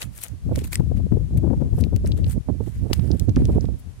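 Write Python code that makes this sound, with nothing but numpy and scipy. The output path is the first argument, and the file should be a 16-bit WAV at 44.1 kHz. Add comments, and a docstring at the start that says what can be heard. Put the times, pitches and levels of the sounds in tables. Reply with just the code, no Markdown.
"""Small sandals on a windy road

A small child in sandals steps and shuffles on gritty asphalt and kicks a pebble.
The soles scrape dry grit in short crunches and tap the road; the pebble rings briefly.
Wind buffets the two microphone openings separately, first mostly the left, then the right.
A faint outdoor hiss lies underneath."""
import sys
import numpy as np
from scipy import signal
from scipy.fft import rfft, irfft
from scipy.io import wavfile
from scipy.ndimage import uniform_filter1d

SR = 44100
rng = np.random.default_rng(int(sys.argv[2]) if len(sys.argv) > 2 else 0)


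def generate_wav(sig):
    """Save sig (samples, or channels by samples) to the path in sys.argv[1] as 16-bit PCM at SR."""
    pcm = np.round(np.clip(np.atleast_2d(sig).T, -1, 1) * 32767).astype(np.int16)
    wavfile.write(sys.argv[1], SR, pcm)


N = 176400  # 4 seconds
TOP_HZ = 15700  # upper edge of the treble


def scuffs():
    """A sliding sole sets off a shower of tiny grit clicks that swells and dies away."""
    # Each row: loudest moment, rise time and fall time in seconds, relative level in dB,
    # treble tilt in dB per octave, lean to the left in dB.
    scrapes = [(.026, 0.016, 0.013, -30, 2.5, 3), (.177, 0.023, 0.0034, -39, 4.5, 6),
               (0.19, 0.0048, 0.0072, -37, 1.5, 4.5), (0.217, 0.0096, 0.016, -34, 6.5, 5),
               (.237, 0.0043, 0.0067, -25.5, 5, 6.5), (.252, 0.0094, 0.023, -37.5, 1.5, 7.5),
               (0.557, 0.0016, 0.0041, -33.5, 1, 24), (0.588, 0.025, 0.03, -37.5, 0.5, 9),
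               (.643, 0.0036, 0.011, -34.5, 3.5, 5), (.673, 0.0036, 0.0063, -39, 4, 0.5),
               (.732, 0.0066, 0.005, -24.5, 3.5, 3.5), (0.743, 0.0034, 0.01, -31.5, 6, -0.5),
               (0.774, 0.008, .02, -45, 0, 10), (.972, 0.0058, 0.01, -45, -0.5, 4),
               (1.375, 0.0024, 0.0053, -37, 5, 4.5), (1.806, 0.026, 0.0094, -41, 4, 4),
               (2.063, 0.0079, 0.024, -43.5, 1, 5.5), (2.178, 0.0082, 0.015, -44.5, 1, 3.5),
               (2.32, 0.024, 0.012, -35.5, 4, 5), (2.679, 0.048, 0.035, -49.5, 2.5, 11),
               (2.758, 0.028, 0.051, -49.5, 0, 6.5), (2.933, 0.0036, 0.0045, -27, 1, 10),
               (2.954, 0.057, 0.051, -47, 2, 8), (3.07, 0.076, 0.27, -51.5, 2, 6),
               (3.388, 0.021, 0.023, -45.5, -2, 7), (3.529, 0.13, 0.053, -52, 1, 3),
               (3.625, 0.013, 0.022, -53, 2, 1.5), (3.796, 0.0066, 0.0079, -50.5, 9, 4)]
    # The tone of grit. 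Each row: frequency in Hz, relative level in dB.
    grit_tone = [(300, 9), (1100, -0.5), (1900, 2.5), (3500, -5.5), (6000, -8.5), (9500, -4), (12000, -7),
                 (15500, -16.5)]
    out, size = np.zeros((2, N)), 2 ** 14
    t = (np.arange(size) - size // 2) / SR
    for peak_s, rise, fall, db, tilt_db, pan_db in scrapes:
        pressure = np.exp(np.minimum(t / rise, -t / fall)) * undb(db - 0.5)
        left, right = (steady(colour(grit_shower(size), grit_tone, tilt_db), 500) for _ in range(2))
        catch_db = 2.5 * unit(uniform_filter1d(rng.standard_normal(size), 90))  # the sole grips and slips
        add(out, pressure * undb(catch_db) * place(left, right, pan_db), peak_s + t[0])
    return out


def grit_shower(size, bands=12, clicks_per_band_s=680, width_hz=730):
    """Grit clicks at random times and strengths; each size of grain ticks in its own pitch range."""
    hz = np.fft.rfftfreq(size, 1 / SR)
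    centres = (np.arange(bands) + rng.random(bands))[:, None] * TOP_HZ / bands
    strength = undb(np.minimum(rng.exponential(size=(bands, size)), 4))
    hits = rng.random((bands, size)) < clicks_per_band_s / SR
    clicks = hits * strength * rng.standard_normal((bands, size))
    return irfft(np.sum(rfft(clicks) / (1 + 1j * (hz - centres) / width_hz) ** 2, axis=0))


def sharp_clicks(snap_s=0.0004, tail_s=0.004):
    """Sharp bursts of noise with short tails, most of them sandal taps and snapping grit."""
    # Each row: start in seconds, relative level in dB, centre pitch in Hz, half width in octaves.
    # At 0.7308 s the kicked pebble rings briefly; at 3.3675 s a gust knocks on the microphone opening.
    clicks = [(.019, -26.5, 2900, 0.8), (0.029, -32, 3700, 0.6), (0.179, -36, 9000, 0.6),
              (0.237, -23.5, 8700, 0.28), (.283, -40, 8000, 0.7), (0.559, -29.5, 4200, 1.2),
              (0.5904, -34.5, 5500, 1.1), (0.7308, -28.5, 2150, 0.23), (0.641, -38.5, 7000, .9),
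              (1.811, -41.5, 5000, 0.46), (1.839, -34, 3240, 0.66), (1.849, -48, 11000, .7),
              (1.9625, -35, 4100, 1.6), (2.061, -39.5, 4670, 0.25), (2.075, -35, 8400, 0.49),
              (2.1196, -33, 3580, 0.42), (2.244, -37, 3330, 0.47), (2.266, -46, 3360, 0.69),
              (2.9313, -28.5, 595, 0.76), (2.931, -28.5, 3000, 0.76), (2.9324, -19, 3970, 0.66),
              (2.935, -23, 13000, 0.49), (2.938, -35, 5500, 0.76), (2.996, -43, 3330, 0.54),
              (3.1156, -33, 4470, .35), (3.197, -28.5, 6140, 1.1), (3.294, -39.5, 4260, 0.67),
              (3.3613, -34, 3650, 0.87), (3.3675, -32, 1200, 0.65), (3.4541, -34, 4430, 0.83),
              (3.609, -40.5, 5400, 0.33), (3.655, -45.5, 3100, 0.84)]
    out, size = np.zeros((2, N)), 2 ** 11
    t = (np.arange(size) - size // 8) / SR
    after = np.maximum(t, 0)
    fade = (t >= 0) * (np.exp(-after / snap_s) + undb(-19.5) * np.exp(-after / tail_s))
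    for start, db, hz, half_width in clicks:
        band = 1 / np.sqrt(1 + ((octaves(size) - np.log2(hz)) / half_width) ** 6)
        bursts = fade * rng.standard_normal((2, size))
        left, right = (unit(irfft(flat_spectrum(burst) * band)) for burst in bursts)
        add(out, undb(db - 11.5) * place(left, right, pan_db=5), start + t[0])
    return out


def pebble(contact_s=0.00035):
    """One hard knock makes a small stone ring briefly at several high pitches."""
    # Each row: pitch in Hz, relative level in dB, seconds to fade by 60 dB.
    rings = [(1990, -8, .014), (2550, -12, .006), (3050, -9, .004), (5420, -4, .006), (7900, -3, .003),
             (8550, 1, .005), (9700, -6, .004), (11500, -9, .003), (14600, -16, .005)]
    out, t = np.zeros((2, N)), np.arange(2 ** 11) / SR
    clack = np.zeros((2, len(t)))
    for side in clack:
        for hz, db, fade_s in rings:
            side += undb(db - 60 * t / fade_s) * np.sin(2 * np.pi * (hz * t + rng.random()))
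    attack = np.minimum(t / contact_s, 1)
    add(out, undb(-8) * attack * place(*clack, pan_db=7.5), start_s=0.7556)
    return out


def wind():
    """Each microphone opening meets its own gusts, swirls and hard slaps of air."""
    # Wind strength. Each row: time in seconds, relative level in dB.
    gusts_left = [(0.0, -46), (0.33, -47.5), (0.41, -43), (0.46, -19), (0.67, -33.5), (0.78, -24),
                  (0.8, -15.5), (0.86, -20), (1.05, -18.5), (1.09, -29), (1.13, -15), (1.17, -17),
                  (1.3, -26.5), (1.38, -14), (1.4, -18.5), (1.51, -17), (1.57, -20), (1.62, -17),
                  (1.71, -25.5), (1.73, -11.5), (1.76, -30), (1.82, -11.5), (1.91, -26.5), (1.95, -12.5),
                  (1.99, -27), (2.1, -17.5), (2.2, -20.5), (2.25, -15), (2.34, -37.5), (2.41, -25),
                  (2.42, -39.5), (2.58, -44), (2.6, -36), (2.71, -49), (2.77, -25.5), (2.86, -40),
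                  (2.99, -32.5), (3.09, -55), (3.11, -24), (3.23, -49), (3.3, -20.5), (3.35, -26),
                  (3.37, -17), (3.48, -22.5), (3.56, -19), (3.61, -41), (3.63, -27), (3.83, -42.5),
                  (3.88, -28), (4.0, -53)]
    gusts_right = [(0.0, -53), (0.06, -26.5), (0.26, -56.5), (0.33, -22.5), (0.4, -45.5), (0.52, -22),
                   (0.67, -26.5), (0.72, -44), (0.8, -25), (0.84, -32), (1.13, -28), (1.15, -27),
                   (1.29, -38), (1.34, -21), (1.55, -38), (1.58, -16), (1.62, -51), (1.64, -25),
                   (1.73, -35), (1.75, -17.5), (1.8, -35), (2.08, -20.5), (2.13, -29), (2.25, -25.5),
                   (2.29, -13.5), (2.32, -27.5), (2.38, -15), (2.42, -73), (2.49, -15.5), (2.57, -25.5),
                   (2.61, -20.5), (2.76, -32.5), (2.83, -16.5), (2.89, -30), (2.91, -16), (2.95, -26.5),
                   (2.97, -19.5), (3.16, -15), (3.18, -31), (3.23, -12), (3.27, -26.5), (3.29, -5.5),
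                   (3.34, -34), (3.37, -13), (3.4, -16.5), (3.59, -17.5), (3.74, -22), (3.79, -41.5),
                   (3.92, -57), (4.0, -32.5)]
    # Swirls of air. Each row: loudest moment in seconds, fall time in seconds, relative level in dB.
    swirls_left = [(0.491, 0.011, -27), (0.805, 0.0055, -12), (0.81, 0.0077, -43), (0.917, 0.0083, -19.5),
                   (1.002, 0.01, -25), (1.067, 0.0054, -28), (1.125, 0.013, -14.5), (1.172, 0.0079, -20.5),
                   (1.31, 0.0064, -28.5), (1.442, 0.033, -18.5), (1.473, 0.011, -18.5),
                   (1.508, 0.014, -13.5), (1.534, 0.012, -16.5), (1.616, 0.017, -15.5), (1.659, 0.043, -29),
                   (1.741, 0.015, -28.5), (1.784, 0.012, -23), (1.81, .013, -32), (1.868, 0.0092, -24),
                   (1.929, 0.014, -21.5), (2.048, 0.0082, -19.5), (2.116, 0.011, -35), (2.216, 0.014, -35),
                   (3.404, 0.012, -21.5), (3.532, 0.035, -31.5)]
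    swirls_right = [(0.519, 0.018, -20.5), (0.577, 0.012, -19), (0.62, 0.0083, -28), (0.646, 0.0086, -30.5),
                    (2.269, 0.01, -29.5), (2.495, 0.012, -13.5), (2.607, 0.0084, -19.5), (2.675, 0.01, -26),
                    (2.859, 0.029, -28), (2.906, 0.017, -24), (3.106, 0.0077, -17.5), (3.137, 0.0045, -29),
                    (3.373, 0.0087, -11.5), (3.421, 0.012, -32), (3.495, 0.024, -18.5),
                    (3.562, 0.015, -15.5), (3.579, 0.0046, -13.5), (3.644, 0.0063, -19),
                    (3.688, 0.003, -16)]
    # Slaps of air. Each row: middle in seconds, half width in seconds, strength in dB.
    slaps_left = [(0.8, 0.0019, -2.5), (1.1246, 0.0014, -2.5), (1.504, 0.0014, -6), (1.616, 0.0012, -9)]
    slaps_right = [(2.4877, 0.00043, -12), (2.492, 0.0013, -10.5), (2.9134, 0.00085, -6),
                   (2.996, 0.002, -5), (3.294, 0.0021, -5), (3.368, .0012, -4.5), (3.4222, 0.001, -6),
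                   (3.5836, 0.00052, -10)]
    left = air_slaps(gusting(gusts_left) + buffeting(swirls_left), slaps_left)
    right = air_slaps(gusting(gusts_right) + buffeting(swirls_right), slaps_right)
    return np.array([left, right])


def gusting(gusts, stiff_wind_db=-23, flutter_growth=1.62):
    """Churning air makes a deep rumble, and a flutter that grows faster as the wind picks up."""
    # The tones of rumble and flutter. Each row: frequency in Hz, relative level in dB.
    rumble_tone = [(15, -18.5), (30, -32), (48, 0), (68, 2.5), (115, -3.5), (180, -11.5), (280, -24.5),
                   (450, -46.5), (900, -75.5)]
    flutter_tone = [(80, -9.5), (160, -2.5), (250, 1.5), (380, -9.5), (550, -17.5), (900, -36.5),
                    (1500, -68)]
    gust_db = np.interp(np.arange(N) / SR, *np.array(gusts).T)
    rumble = steady(noise(rumble_tone), 900) * undb(gust_db + 1.5 + 2.5 * wander(80))
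    flutter_db = stiff_wind_db + flutter_growth * (gust_db - stiff_wind_db) + 6.5 * wander(88)
    flutter = steady(noise(flutter_tone), 500) * undb(flutter_db - 16)
    return rumble + flutter


def buffeting(swirls, rise_share=0.6):
    """Each swirl of air strikes the opening with a low puff that rises faster than it falls."""
    # The tone of a puff. Each row: frequency in Hz, relative level in dB.
    puff_tone = [(60, -9), (150, 7), (280, 6), (480, -4.5), (750, -15.5), (1100, -29), (1600, -43.5),
                 (3000, -86)]
    t, push = np.arange(N) / SR, np.zeros(N)
    for peak_s, fall, db in swirls:
        width = np.where(t < peak_s, rise_share * fall, fall)
        push += undb(db + 3) * np.exp(-2 * ((t - peak_s) / width) ** 2)
    return steady(noise(puff_tone), 250) * push


def air_slaps(x, slaps, edge_s=0.00012):
    """A slap sweeps the wind noise aside and leaves one dip in pressure between two bumps."""
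    t = np.arange(N) / SR
    for middle, width, db in slaps:
        distance_sq = ((t - middle) / width) ** 2
        dip = (distance_sq - 1) * np.exp(-distance_sq / 2)
        front = t - middle + width  # the pressure drops steeply on the way in
        edge = -undb(-20) * np.tanh(front / edge_s) * np.exp(-(front / width) ** 2)
        x = x * (1 - np.exp(-distance_sq / 10)) + undb(db) * (dip + edge)
    return x


def street_echo(x, fade_s=0.16, echo_db=-26):
    """The kerb and wall scatter a faint echo back."""
    t = np.arange(SR // 2) / SR
    tail = rng.standard_normal((2, len(t))) * undb(-60 * t / fade_s)
    tail /= np.sqrt(np.sum(tail ** 2, axis=1, keepdims=True))
    return x + undb(echo_db) * signal.fftconvolve(x, tail, axes=1)[:, :N]


def outdoor_hiss(left_db=-57, right_db=-59):
    """A faint, steady hiss fills the background."""
    # Each row: frequency in Hz, relative level in dB.
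    hiss_tone = [(100, 0.5), (400, 14.5), (800, 9.5), (1400, 5), (2500, 3.5), (5000, 0.5), (11000, -0.5),
                 (13500, -10), (16000, -30)]
    return np.array([undb(db) * noise(hiss_tone) for db in (left_db, right_db)])


def undb(db):
    """Turn decibels into a number to multiply by."""
    return 10 ** (np.asarray(db) / 20)


def unit(x):
    """Scale a sound to an average strength (rms) of 1."""
    return x / np.sqrt(np.mean(x ** 2) + 1e-24)


def octaves(size):
    """The frequencies in a sound of this size, in octaves above 1 Hz."""
    return np.log2(np.maximum(np.fft.rfftfreq(size, 1 / SR), 1))


def colour(x, tone, tilt_db=0):
    """Shape a sound by a tone table and a tilt per octave, at strength 1."""
    octave = octaves(len(x))
    hz, db = np.array(tone).T
    gain = undb(np.interp(octave, np.log2(hz), db) + tilt_db * octave)
    return unit(irfft(rfft(x) * gain, len(x)))


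def noise(tone):
    """Noise with the given tone, as long as the scene."""
    return colour(rng.standard_normal(N), tone)


def smooth(x, size):
    """Average twice over size samples."""
    return uniform_filter1d(uniform_filter1d(x, size), size)


def wander(rate_hz):
    """A smooth random drift between -1 and 1."""
    return np.tanh(unit(smooth(rng.standard_normal(N), int(SR / rate_hz))))


def steady(x, size):
    """Even out the strength of a noise over size samples."""
    return x / np.sqrt(smooth(x ** 2, size) + 1e-9)


def flat_spectrum(x):
    """The frequencies of a burst, with their broad humps evened out."""
    spectrum = rfft(x)
    return spectrum / np.sqrt(uniform_filter1d(np.abs(spectrum) ** 2, size=70) + 1e-18)


def place(left, right, pan_db, shade_hz=5200):
    """Make stereo: turn the right side down by pan_db, then tilt it from treble towards bass."""
    hz = np.fft.rfftfreq(len(right), 1 / SR)
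    shade_db = 5 * np.clip((hz - shade_hz) / shade_hz, -0.5, 1)
    return np.array([left, irfft(rfft(right) * undb(-pan_db - shade_db))])


def add(out, x, start_s):
    """Mix a stereo sound in at its start time."""
    start = int(start_s * SR)
    first, end = max(start, 0), min(start + x.shape[1], N)
    out[:, first:end] += x[:, first - start:end - start]


def scene():
    """Wind, footsteps and a pebble in the street, over a faint hiss."""
    return wind() + street_echo(scuffs() + sharp_clicks() + pebble()) + outdoor_hiss()


def record(dry):
    """Cut away the highest treble."""
    return signal.sosfilt(signal.ellip(8, 0.2, 70, TOP_HZ, fs=SR, output="sos"), dry)


dry = scene()
out = record(dry)
generate_wav(out)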